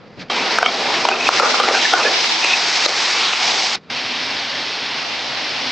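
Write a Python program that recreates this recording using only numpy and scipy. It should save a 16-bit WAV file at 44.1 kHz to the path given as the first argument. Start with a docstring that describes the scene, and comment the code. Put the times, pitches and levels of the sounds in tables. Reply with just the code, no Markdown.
"""Three moments of cooking joined by hard cuts. First a wooden lid slides in a quiet kitchen: coloured noise, treble lifted.
Then diced vegetables fry in a wok, flickering noise and pops over a droning burner (resonant noise), with spits of oil;
an iron ladle knocks the plate (struck modes), scrapes and squeaks on the steel (random slips through resonances).
After a short hush a steamer boils and hisses, again noise and pops over the burner.
A limiter ducks the sizzle after each loud knock."""
import sys
import numpy as np
from scipy import signal
from scipy.fft import rfft, irfft, next_fast_len
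from scipy.io import wavfile

SR = 44100
rng = np.random.default_rng(int(sys.argv[2]) if len(sys.argv) > 2 else 0)


def transcribe(u):
    """Save the signal u as a 16-bit wav file named by the first command-line argument.

    u: samples, shape (n,) or (channels, n), limited to [-1, 1]; the rate is SR.
    q: integer samples, one column per channel.
    """
    v = np.clip(np.atleast_2d(u).T, -1, 1)
    q = np.round(v * 32767).astype(np.int16)
    wavfile.write(sys.argv[1], SR, q)


N = 251811

# quiet kitchen, one list before the frying and one after:
# (time [s], level [dB], treble gain above 1.5 kHz [dB])
HUSH = [
    [(0.0, -43, -2.5), (0.16, -41, 1), (0.19, -32.5, -1), (0.2, -30.5, 8), (0.222, -33, 9), (0.24, -37, 1),
     (0.282, -41, -2), (0.285, -40.5, 4)],
    [(3.762, -35, 14.5), (3.78, -40.5, 9), (3.795, -48, 2), (3.815, -45.5, 3), (3.88, -44, 0),
     (3.893, -40.5, 0)],
]
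# spectrum of the quiet kitchen: (frequency [Hz], relative density [dB per Hz])
HUSH_COLOUR = [(15, -47), (25, -26), (75, -24), (108, -15.5), (169, -8.5), (373, -17.5), (497, -15.5),
               (926, -22), (1040, -22.5), (1780, -26.5), (2470, -27), (3000, -31), (4820, -31.5),
               (7600, -56), (9880, -101), (16700, -120)]
# burner drone: (time [s], level [dB])
DRONE = [(.3, -38.5), (1.8, -40), (2.4, -48), (3.76, -48), (3.9, -39.5), (4.3, -43.5), (4.6, -52),
         (5.71, -41.5)]
# boiling steamer: (time [s], level [dB])
BOIL = [(3.9, -23), (4.3, -21.5), (4.52, -23), (5.3, -23), (5.71, -22)]
# spectrum of the steamer: (frequency [Hz], relative density [dB per Hz])
BOIL_COLOUR = [(15, -62), (25, -29), (70, -23.5), (124, -9.5), (215, -12), (254, -7), (391, -8),
               (632, -5.5), (747, -3), (802, -3), (1330, -6.5), (2240, -2), (4280, -3), (5310, -5.5),
               (7600, -30.5), (9880, -46), (16700, -120)]
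# sizzle: (time [s], level [dB])
FRY = [(.31, -23.5), (.56, -21.5), (.7, -24.5), (.9, -21), (1.04, -21.5), (1.1, -24), (1.15, -26),
       (1.27, -17), (1.31, -19), (1.35, -16), (1.385, -16), (1.394, -16), (1.412, -18.5), (1.43, -19),
       (1.52, -17), (1.6, -17.5), (1.68, -20.5), (1.71, -21.5), (1.75, -17), (1.84, -15.5), (2.03, -17),
       (2.25, -16.5), (2.295, -18), (2.36, -18), (2.82, -16), (2.857, -15), (2.868, -25), (2.888, -19),
       (2.91, -19), (2.97, -17), (3.22, -16), (3.37, -19), (3.47, -15.5), (3.76, -18.5)]
# spectrum of the sizzle: (frequency [Hz], relative density [dB per Hz])
FRY_COLOUR = [(15, -67.5), (25, -46.5), (70, -30), (200, -15), (220, -19), (347, -10), (602, -11.5),
              (765, -2.5), (1360, -7), (1850, -4.5), (2190, -1.5), (3060, -3.5), (3800, -2), (5310, -3),
              (7600, -21.5), (9880, -42), (16700, -120)]
# how alike left and right are in the noises: (frequency [Hz], likeness [0-1])
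LIKENESS = [(30, .65), (70, .55), (140, .62), (300, .76), (600, .98), (1200, .94), (2500, .84), (5000, .81),
            (8000, .9)]
# single loud spits of the oil: (time [s], peak before the band-pass [dB])
SPITS = [(2.892, -5), (2.943, -6), (3.021, -6), (3.475, -7)]
# low modes of the wok: (frequency [Hz], width [Hz], relative level [dB])
WOK = [(361, 79, -7), (478, 86, -2.5), (632, 87, -2), (800, 67, -2.5), (1100, 200, -3.5), (1198, 57, -2.5),
       (1400, 130, 0)]
# ladle strokes: (time of full level [s], hold [s], scrape level [dB], upper modes re lower [dB])
STROKES = [(0.307, 0.3, -23.5, -4), (0.633, 0.013, -20, 7), (0.703, 0.45, -22.5, -7),
           (1.121, 0.062, -19, -4), (1.305, 0.016, -18.5, 4.5), (1.427, 0.035, -15.5, 1.5),
           (1.47, 0.046, -20, -1.5), (1.547, .03, -19, -0.5), (1.605, 0.025, -13.5, 0.5),
           (1.677, 0.01, -20, -2.5), (1.7, 0.02, -17.5, 1), (1.745, 0.03, -21, -4.5), (1.938, .02, -15, 5),
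           (1.99, 0.028, -18.5, 5), (2.037, 0.077, -16, -7.5), (2.574, 0.034, -27, -13),
           (2.869, 0.024, -21.5, -14)]
# squeaks and narrow singing lines of the dragged ladle: (start [s], length [s], level before fades [dB],
# frequency [Hz], # width of each of two resonances [Hz])
SQUEAKS = [(0.64, 0.014, -19, 3100, 150), (.676, .02, -24, 3350, 200), (0.673, 0.027, -25, 695, 100),
           (0.669, 0.027, -22, 2290, 150), (1.11, 0.028, -20.5, 2560, 200), (1.16, .008, -20, 2620, 400),
           (1.203, 0.037, -24, 2520, 280), (1.265, 0.015, -16.5, 2544, 280), (1.41, 0.067, -19.5, 1368, 70),
           (1.423, 0.032, -20, 1213, 70), (1.738, 0.055, -24, 1560, 200), (1.755, 0.033, -21.5, 752, 80),
           (1.85, 0.016, -18.5, 1750, 280), (1.937, 0.038, -17, 1425, 110), (2.006, 0.012, -19, 2570, 300),
           (2.031, .008, -17, 2580, 300), (2.056, 0.01, -20, 2500, 300), (2.082, .009, -21, 2530, 300),
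           (2.046, 0.037, -21, 1710, 120), (2.129, 0.035, -26, 2830, 200), (2.131, .035, -29, 2270, 150),
           (2.426, 0.035, -22.5, 2620, 280), (2.488, 0.067, -18.5, 2550, 260)]
# ladle knocks: (time [s], peak before the high-pass [dB], contact [ms], main ring [Hz], main t60 [s],
# second ring [Hz], second re main [dB], favoured clink [Hz], clink level [dB], bare crack level [dB])
KNOCKS = [(.299, -10.5, 1.54, 1100, 0.0095, 700, -5, 3130, -8, -22),
          (.548, -17, 1.3, 660, .017, 1200, -8, 2130, -12, -18),
          (0.5853, 4, 1.38, 1520, 0.012, 750, -7.5, 3730, -21, -8),
          (.612, -11, 1.9, 1510, 0.017, 700, -12, 3950, -18, -16),
          (.628, 2.5, 0.53, 1550, 0.043, 717, 0, 2300, -5.5, -13),
          (.660, 1.5, 1.43, 2230, 0.023, 720, -5, 3080, -5, -11),
          (1.051, 0.5, 1.7, 890, 0.013, 725, -4, 2080, -18, -13),
          (1.086, 1, 1.57, 752, 0.017, 1160, -3, 2770, -9, -11),
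          (1.113, -7, 1.7, 774, 0.043, 1500, -2, 2600, -12, -22),
          (1.289, 3.5, 0.9, 1176, 0.012, 800, 1.5, 4300, -26, -10),
          (1.397, 3, 1.7, 1350, 0.048, 850, -4, 2250, -17, -14),
          (1.403, 1, 1.4, 1250, 0.024, 555, 4, 2500, -14, -14),
          (1.42, -4, 1.6, 1380, 0.037, 800, -9, 2200, -21, -26),
          (1.431, -2.5, 1.3, 1261, .04, 510, -7, 2180, -17, -24),
          (1.541, -3.5, 2.59, 1210, 0.037, 830, 0, 3400, -19, -22),
          (1.598, -1, 2.24, 1198, 0.054, 814, -2, 3200, -14, -22),
          (1.635, -9, 2.3, 1270, 0.027, 836, -6, 2040, -21, -26),
          (1.676, -11.5, 2.3, 780, 0.066, 440, -5, 2400, -17, -24),
          (1.686, -1, 0.86, 740, 0.02, 490, -4, 2380, -7, -8),
          (1.708, -8, 1.9, 506, 0.04, 1340, -3.5, 2570, -12, -20),
          (1.749, -9, 2.1, 772, 0.05, 1440, 1, 4300, -22, -20),
          (1.936, 2, 1.2, 737, 0.044, 1444, 0, 3320, -15, -17),
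          (2.049, -10, 2.1, 760, 0.023, 484, -3, 2600, -9, -15),
          (2.242, -7.5, 0.7, 1000, .01, 600, -8, 2300, 5, 8),
          (2.445, -3, 0.8, 1040, 0.0073, 600, -9, 2610, 1.5, 3),
          (2.860, -0.5, 1.2, 556, 0.007, 1310, 1, 3900, 0, 3.5),
          (2.994, -11.5, 1.2, 900, .011, 600, -9, 2520, 9, 1),
          (3.333, -8, 1.6, 800, 0.01, 600, -7, 2620, 0.5, -8)]
# modes of the ladle: (frequency [Hz], t60 [s])
LADLE = [(2100, 0.013), (2280, 0.02), (2600, 0.02), (2870, 0.03), (3170, 0.035), (3900, 0.011),
         (4300, 0.03)]
# slow part of the stereo width: (time [s], side gain [dB])
WIDTH = [(0, 1), (.15, -4), (.25, -8), (.35, -12), (.45, -0.5), (.6, -6.5), (.85, -2.5), (1.05, -2.5),
         (1.25, -2.5), (1.45, 3), (1.55, 3), (1.65, -3.5), (1.85, 2.5), (2.0, 0.5), (2.15, 2), (2.35, 6),
         (2.5, -3.5), (2.9, -2.5), (3.1, -4.5), (3.6, -2.5), (3.85, -9), (4.0, -7), (4.15, -11),
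         (4.4, -1.5), (4.55, -4.5), (4.8, -13.5), (5.05, -1), (5.4, -1), (5.55, -2.5), (5.71, -2)]

FRY_S, BOIL_S = (.2985, 3.758), (3.9, 5.8)  # start and end, seconds
BAND_TOP_HZ, CUTOFF_HZ = 9700, 16000
DRONE_HZ, DRONE_WIDTH_HZ = 248.6, 31.6  # the width of each of two resonances
SPREAD_S, SPREAD_TILT_DB_PER_OCTAVE = (1.1, 1.48), (-2.5, -0.07)  # vegetables being spread: before, after
SPIT_MS = .7
STROKE_ATTACK_S, STROKE_FALL_DB_PER_S = 0.026, 155.5
RUSTLE_DB, RUSTLE_UPPER_DB = -37.5, 9  # a faint rustle stays between strokes
GRIT_SHARE = 0.39  # chatter against the clean blow of a knock
AWAY_DB_PER_OCTAVE = 7  # wok modes far from the main ring answer less
SECOND_T60_SHARE = 0.87  # the second ring dies sooner
ROOM_DB, ROOM_T60_S = -14, 0.25
FLUTTER_DB, FLUTTER_PER_S = 2.5, 23
LIMIT_DB, RELEASE_DB_PER_S = -2.5, 146.5


def from_db(db):
    """Decibels to gain."""
    return 10 ** (np.asarray(db) / 20)


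def rms_one(x):
    """Scale to rms 1."""
    return x / np.sqrt(np.mean(x ** 2) + 1e-20)


def in_time(rows):
    """Curve columns at every sample."""
    s, *columns = np.transpose(rows)
    return [np.interp(np.arange(N) / SR, s, column) for column in columns]


def at_hz(points, hz):
    """Table value at a frequency, read on a logarithmic scale."""
    table_hz, values = np.transpose(points)
    return np.interp(np.log(hz), np.log(table_hz), values)


def drift(rate):
    """Smooth random wander of rms 1, low-passed around the rate in Hz."""
    step = 40  # samples between the drawn points
    r = np.exp(-2 * np.pi * rate * step / SR)
    noise = rng.standard_normal(N // step + 2002)
    slow = signal.lfilter([1], [1, -2 * r, r * r], noise)[2000:]
    return np.interp(np.arange(N) / step, np.arange(len(slow)), rms_one(slow))


def during(span, fade_s):
    """1 inside a span, 0 outside, with short fades centred on its ends."""
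    t = np.arange(N) / SR
    inside_s = np.minimum(t - span[0], span[1] - t)
    return np.clip(inside_s / fade_s + .5, 0, 1)


def resonance(x, hz, width_hz):
    """Band-pass of gain 1 on top."""
    r = np.exp(-np.pi * width_hz / SR)
    zeros = np.array([1, 0, -1]) * (1 - r * r) / 2
    return signal.lfilter(zeros, [1, -2 * r * np.cos(2 * np.pi * hz / SR), r * r], x)


def ring(x, hz, t60):
    """A unit click sets a decaying sine of height 1 ringing."""
    r, w = 10 ** (-3 / (t60 * SR)), 2 * np.pi * hz / SR
    return signal.lfilter([0, np.sin(w)], [1, -2 * r * np.cos(w), r * r], x)


def pops(per_s, spread_db):
    """Random clicks of uneven size and sign, rms 1."""
    sizes = from_db(spread_db * np.minimum(rng.exponential(1, N), 5)) * rng.choice([-1, 1], N)
    return rms_one(sizes * (rng.random(N) < per_s / SR))


def hiss(colour, per_s, pop_share, patchy_db, surge_db, tilt_db=0):
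    """Bursting bubbles over smooth noise, coloured, in half-octave bands that flicker partly on their own."""
    mid = np.sqrt(pop_share) * pops(per_s, spread_db=1.0) + np.sqrt(1 - pop_share) * rng.standard_normal(N)
    side = rng.standard_normal(N)
    size = next_fast_len(N)
    hz = np.maximum(np.fft.rfftfreq(size, 1 / SR), 1)
    alike = at_hz(LIKENESS, hz)
    shape = from_db(at_hz(colour, hz)) * (hz < BAND_TOP_HZ)
    pair = shape * np.array([np.sqrt(1 + alike) * rfft(mid, size), np.sqrt(1 - alike) * rfft(side, size)])
    pair /= np.sqrt(np.mean(np.sum(irfft(pair, size)[:, :N] ** 2, axis=0)))
    out, together_db = 0, surge_db * drift(35)
    for octave in np.arange(-7, 2.5, .5):  # re 2500 Hz
        away = np.log2(hz / 2500) - octave
        window = np.cos(np.pi * np.clip(away, -.5, .5)) ** 2
        band = irfft(pair * window, size)[:, :N]
        gain_db = tilt_db * (max(octave, -3) - 1)  # pivots at 5 kHz
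        if octave > -4:  # the bass stays steady
            gain_db = gain_db + together_db + patchy_db * drift(4.1)
        out = out + band * from_db(gain_db)
    return np.array([out[0] + out[1], out[0] - out[1]])


def hush():
    """Room tone as coloured noise; the sliding lid lifts the treble."""
    level_db, treble_db = in_time(HUSH[0] + HUSH[1])
    tone = hiss(HUSH_COLOUR, per_s=2000, pop_share=.1, patchy_db=1.0, surge_db=1.0)
    treble = signal.sosfilt(signal.butter(2, 1500, "high", fs=SR, output="sos"), tone)
    return from_db(level_db) * (tone - treble + from_db(treble_db) * treble)


def burner():
    """Flame noise through one narrow resonance twice, partly its own in each channel."""
    level_db, = in_time(DRONE)
    flame = rng.standard_normal(N) + .45 * rng.standard_normal((2, N))
    once = resonance(flame, DRONE_HZ, DRONE_WIDTH_HZ)
    return from_db(level_db) * rms_one(resonance(once, DRONE_HZ, DRONE_WIDTH_HZ))


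def steamer():
    """Water boils under the basket and steam leaks through it: pops in smooth noise."""
    level_db, = in_time(BOIL)
    return from_db(level_db) * hiss(BOIL_COLOUR, per_s=5000, pop_share=0.37, patchy_db=0.5, surge_db=0.2)


def frying():
    """Water bursts out of the vegetables into hot oil; spreading them brightens the sizzle."""
    level_db, = in_time(FRY)
    tilt_db = np.interp(np.arange(N) / SR, SPREAD_S, SPREAD_TILT_DB_PER_OCTAVE)
    sizzle = hiss(FRY_COLOUR, per_s=6000, pop_share=0.4, patchy_db=1.3, surge_db=0.68, tilt_db=tilt_db)
    return from_db(level_db) * sizzle


def spitting():
    """A drop bursts: a few milliseconds of broad noise that swells and dies."""
    length, out = SR // 100, np.zeros(N)
    ms = np.arange(length) / SR * 1000
    swell = ms * np.exp(-ms / SPIT_MS)
    for s, peak_db in SPITS:
        burst = rng.standard_normal(length) * swell
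        start = round(s * SR)
        out[start:start + length] += from_db(peak_db) * burst / np.abs(burst).max()
    return signal.sosfilt(signal.butter(4, [400, 5800], "band", fs=SR, output="sos"), out)


def wok_body(x, gains_db):
    """The wok's low modes, each with a gain of its own; little above the highest."""
    body = 0
    for k, ((hz, width_hz, db), gain_db) in enumerate(zip(WOK, gains_db)):
        mode = resonance(x, hz, width_hz) / np.sqrt(width_hz)  # even noise power at any width
        body = body + (-1) ** k * from_db(db + gain_db) * mode
    return signal.sosfilt(signal.butter(4, 1600, fs=SR, output="sos"), body)


def stick_slip():
    """The ladle rim catches and lets go: dense random clicks of wavering strength."""
    return rms_one(pops(6000, spread_db=2.0) * from_db(.6 * drift(50)))


def stroke_controls():
    """Strokes rise, hold and die away; their powers add and weight the balance of the modes."""
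    t = np.arange(N) / SR
    power = from_db(2 * RUSTLE_DB) * np.ones(N)
    weighted_upper = power * RUSTLE_UPPER_DB
    for s, hold, level_db, upper_db in STROKES:
        rise = np.clip((t - s) / STROKE_ATTACK_S + 1, 0, 1)
        gain = rise * from_db(level_db - STROKE_FALL_DB_PER_S * np.maximum(t - s - hold, 0))
        power = power + gain ** 2
        weighted_upper = weighted_upper + gain ** 2 * upper_db
    return np.sqrt(power), weighted_upper / power


def scraping(slips):
    """Stick-slip of the dragged ladle drives the wok's modes, which waver a little."""
    scrape, upper_db = stroke_controls()
    gains_db = [upper_db * (hz > 900) + .5 * drift(14.0) for hz, _, _ in WOK]
    return scrape * rms_one(wok_body(slips, gains_db))


def squeaks(slips):
    """At times the same slips lock onto a narrow pitch: two equal resonances in a row."""
    out = np.zeros(N)
    for s, length, level_db, hz, width_hz in SQUEAKS:
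        tone = resonance(resonance(slips, hz, width_hz), hz, width_hz)
        out += during((s, s + length), fade_s=0.016) * from_db(level_db) * rms_one(tone)
    return out


def knocks():
    """A blow and brief chatter ring the wok, two main modes and the ladle, plus a bare crack."""
    out, length = np.zeros(N + SR), SR // 8
    ms = np.arange(length) / SR * 1000
    blunt = signal.butter(4, [330, 5600], "band", fs=SR, output="sos")  # no deep bass, blunt contact
    touch = 1. * (ms == 0)
    wok_hz = np.array(WOK)[:, 0]
    for (s, peak_db, contact_ms, hz, t60, second_hz, second_db,
         clink_hz, clink_db, crack_db) in KNOCKS:
        chatter = rng.standard_normal(length) * ms * np.exp(-ms / contact_ms)
        crack = signal.sosfilt(blunt, chatter / np.linalg.norm(chatter))
        blow = signal.sosfilt(blunt, 1. * (np.arange(length) == round(contact_ms * SR / 1000)))
        contact = GRIT_SHARE * crack + (1 - GRIT_SHARE) * blow
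        clack = resonance(contact, 1100, 490)
        gains_db = rng.normal(0, 2.1, len(WOK)) - AWAY_DB_PER_OCTAVE * np.abs(np.log2(wok_hz / hz))
        body = wok_body(contact, gains_db)
        swell = np.clip(ms / contact_ms, 0, 1) ** 2  # rings build up during the contact
        main = swell * ring(touch, hz, t60)
        second = swell * ring(touch, second_hz, SECOND_T60_SHARE * t60)
        # ladle modes away from the favoured clink fall by 65 dB per octave
        clink = swell * sum(from_db(-65 * abs(np.log2(mode_hz / clink_hz))) * ring(touch, mode_hz, decay)
                            for mode_hz, decay in LADLE)
        parts = [(-7, clack), (-8, body), (-3.5, main), (second_db - 3.5, second),
                 (clink_db, clink), (crack_db, crack)]
        sound = sum(from_db(db) * part / np.abs(part).max() for db, part in parts)
        start = round(s * SR)
        out[start:start + length] += from_db(peak_db) * sound / np.abs(sound).max()
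    return signal.sosfilt(signal.butter(3, 280, "high", fs=SR, output="sos"), out[:N])


def nearby_walls(x):
    """Short diffuse echoes as decaying noise, other ones in each channel."""
    t = np.arange(SR // 4) / SR
    echoes = rng.standard_normal((2, len(t))) * from_db(-60 * t / ROOM_T60_S) * (t > .001)
    echoes /= np.sqrt(np.sum(echoes ** 2, axis=1, keepdims=True))
    return x + from_db(ROOM_DB) * signal.fftconvolve(x[None], echoes, axes=1)[:, :N]


def wavering_width(x):
    """What differs between the channels swells, narrows and flutters quickly."""
    width_db, = in_time(WIDTH)
    mid = (x[0] + x[1]) / 2
    side = (x[0] - x[1]) / 2 * from_db(width_db + FLUTTER_DB * drift(FLUTTER_PER_S))
    return np.array([mid + side, mid - side])


def scene():
    """The three moments, cut together, with the hush wherever nothing cooks."""
    wok, pot = during(FRY_S, fade_s=.004), during(BOIL_S, fade_s=.005)
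    slips = stick_slip()
    struck = scraping(slips) + squeaks(slips) + knocks() + spitting()
    cooking = wok * (frying() + nearby_walls(struck)) + pot * steamer() + (wok + pot) * burner()
    return wavering_width(cooking + (1 - wok - pot) * hush())


def record(dry):
    """Limited band, a limiter that lets the first peaks through to clip, steep top cut."""
    x = signal.sosfilt(signal.cheby2(10, 60, BAND_TOP_HZ + 1300, fs=SR, output="sos"), dry)
    over_db = np.maximum(20 * np.log10(np.abs(x).max(axis=0) + 1e-9) - LIMIT_DB, 0)
    slope = RELEASE_DB_PER_S * np.arange(N) / SR
    held_db = np.maximum(np.maximum.accumulate(over_db + slope) - slope, 0)  # falls back at a steady rate
    r = np.exp(-1 / (0.003 * SR))  # 3 ms smoothing slows the attack
    duck_db = signal.lfilter([1 - r], [1, -r], held_db)
    x = np.clip(x * from_db(-duck_db), -1, 1)
    return np.clip(signal.sosfilt(signal.cheby2(12, 70, CUTOFF_HZ, fs=SR, output="sos"), x), -1, 1)


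dry = scene()
out = record(dry)
transcribe(out)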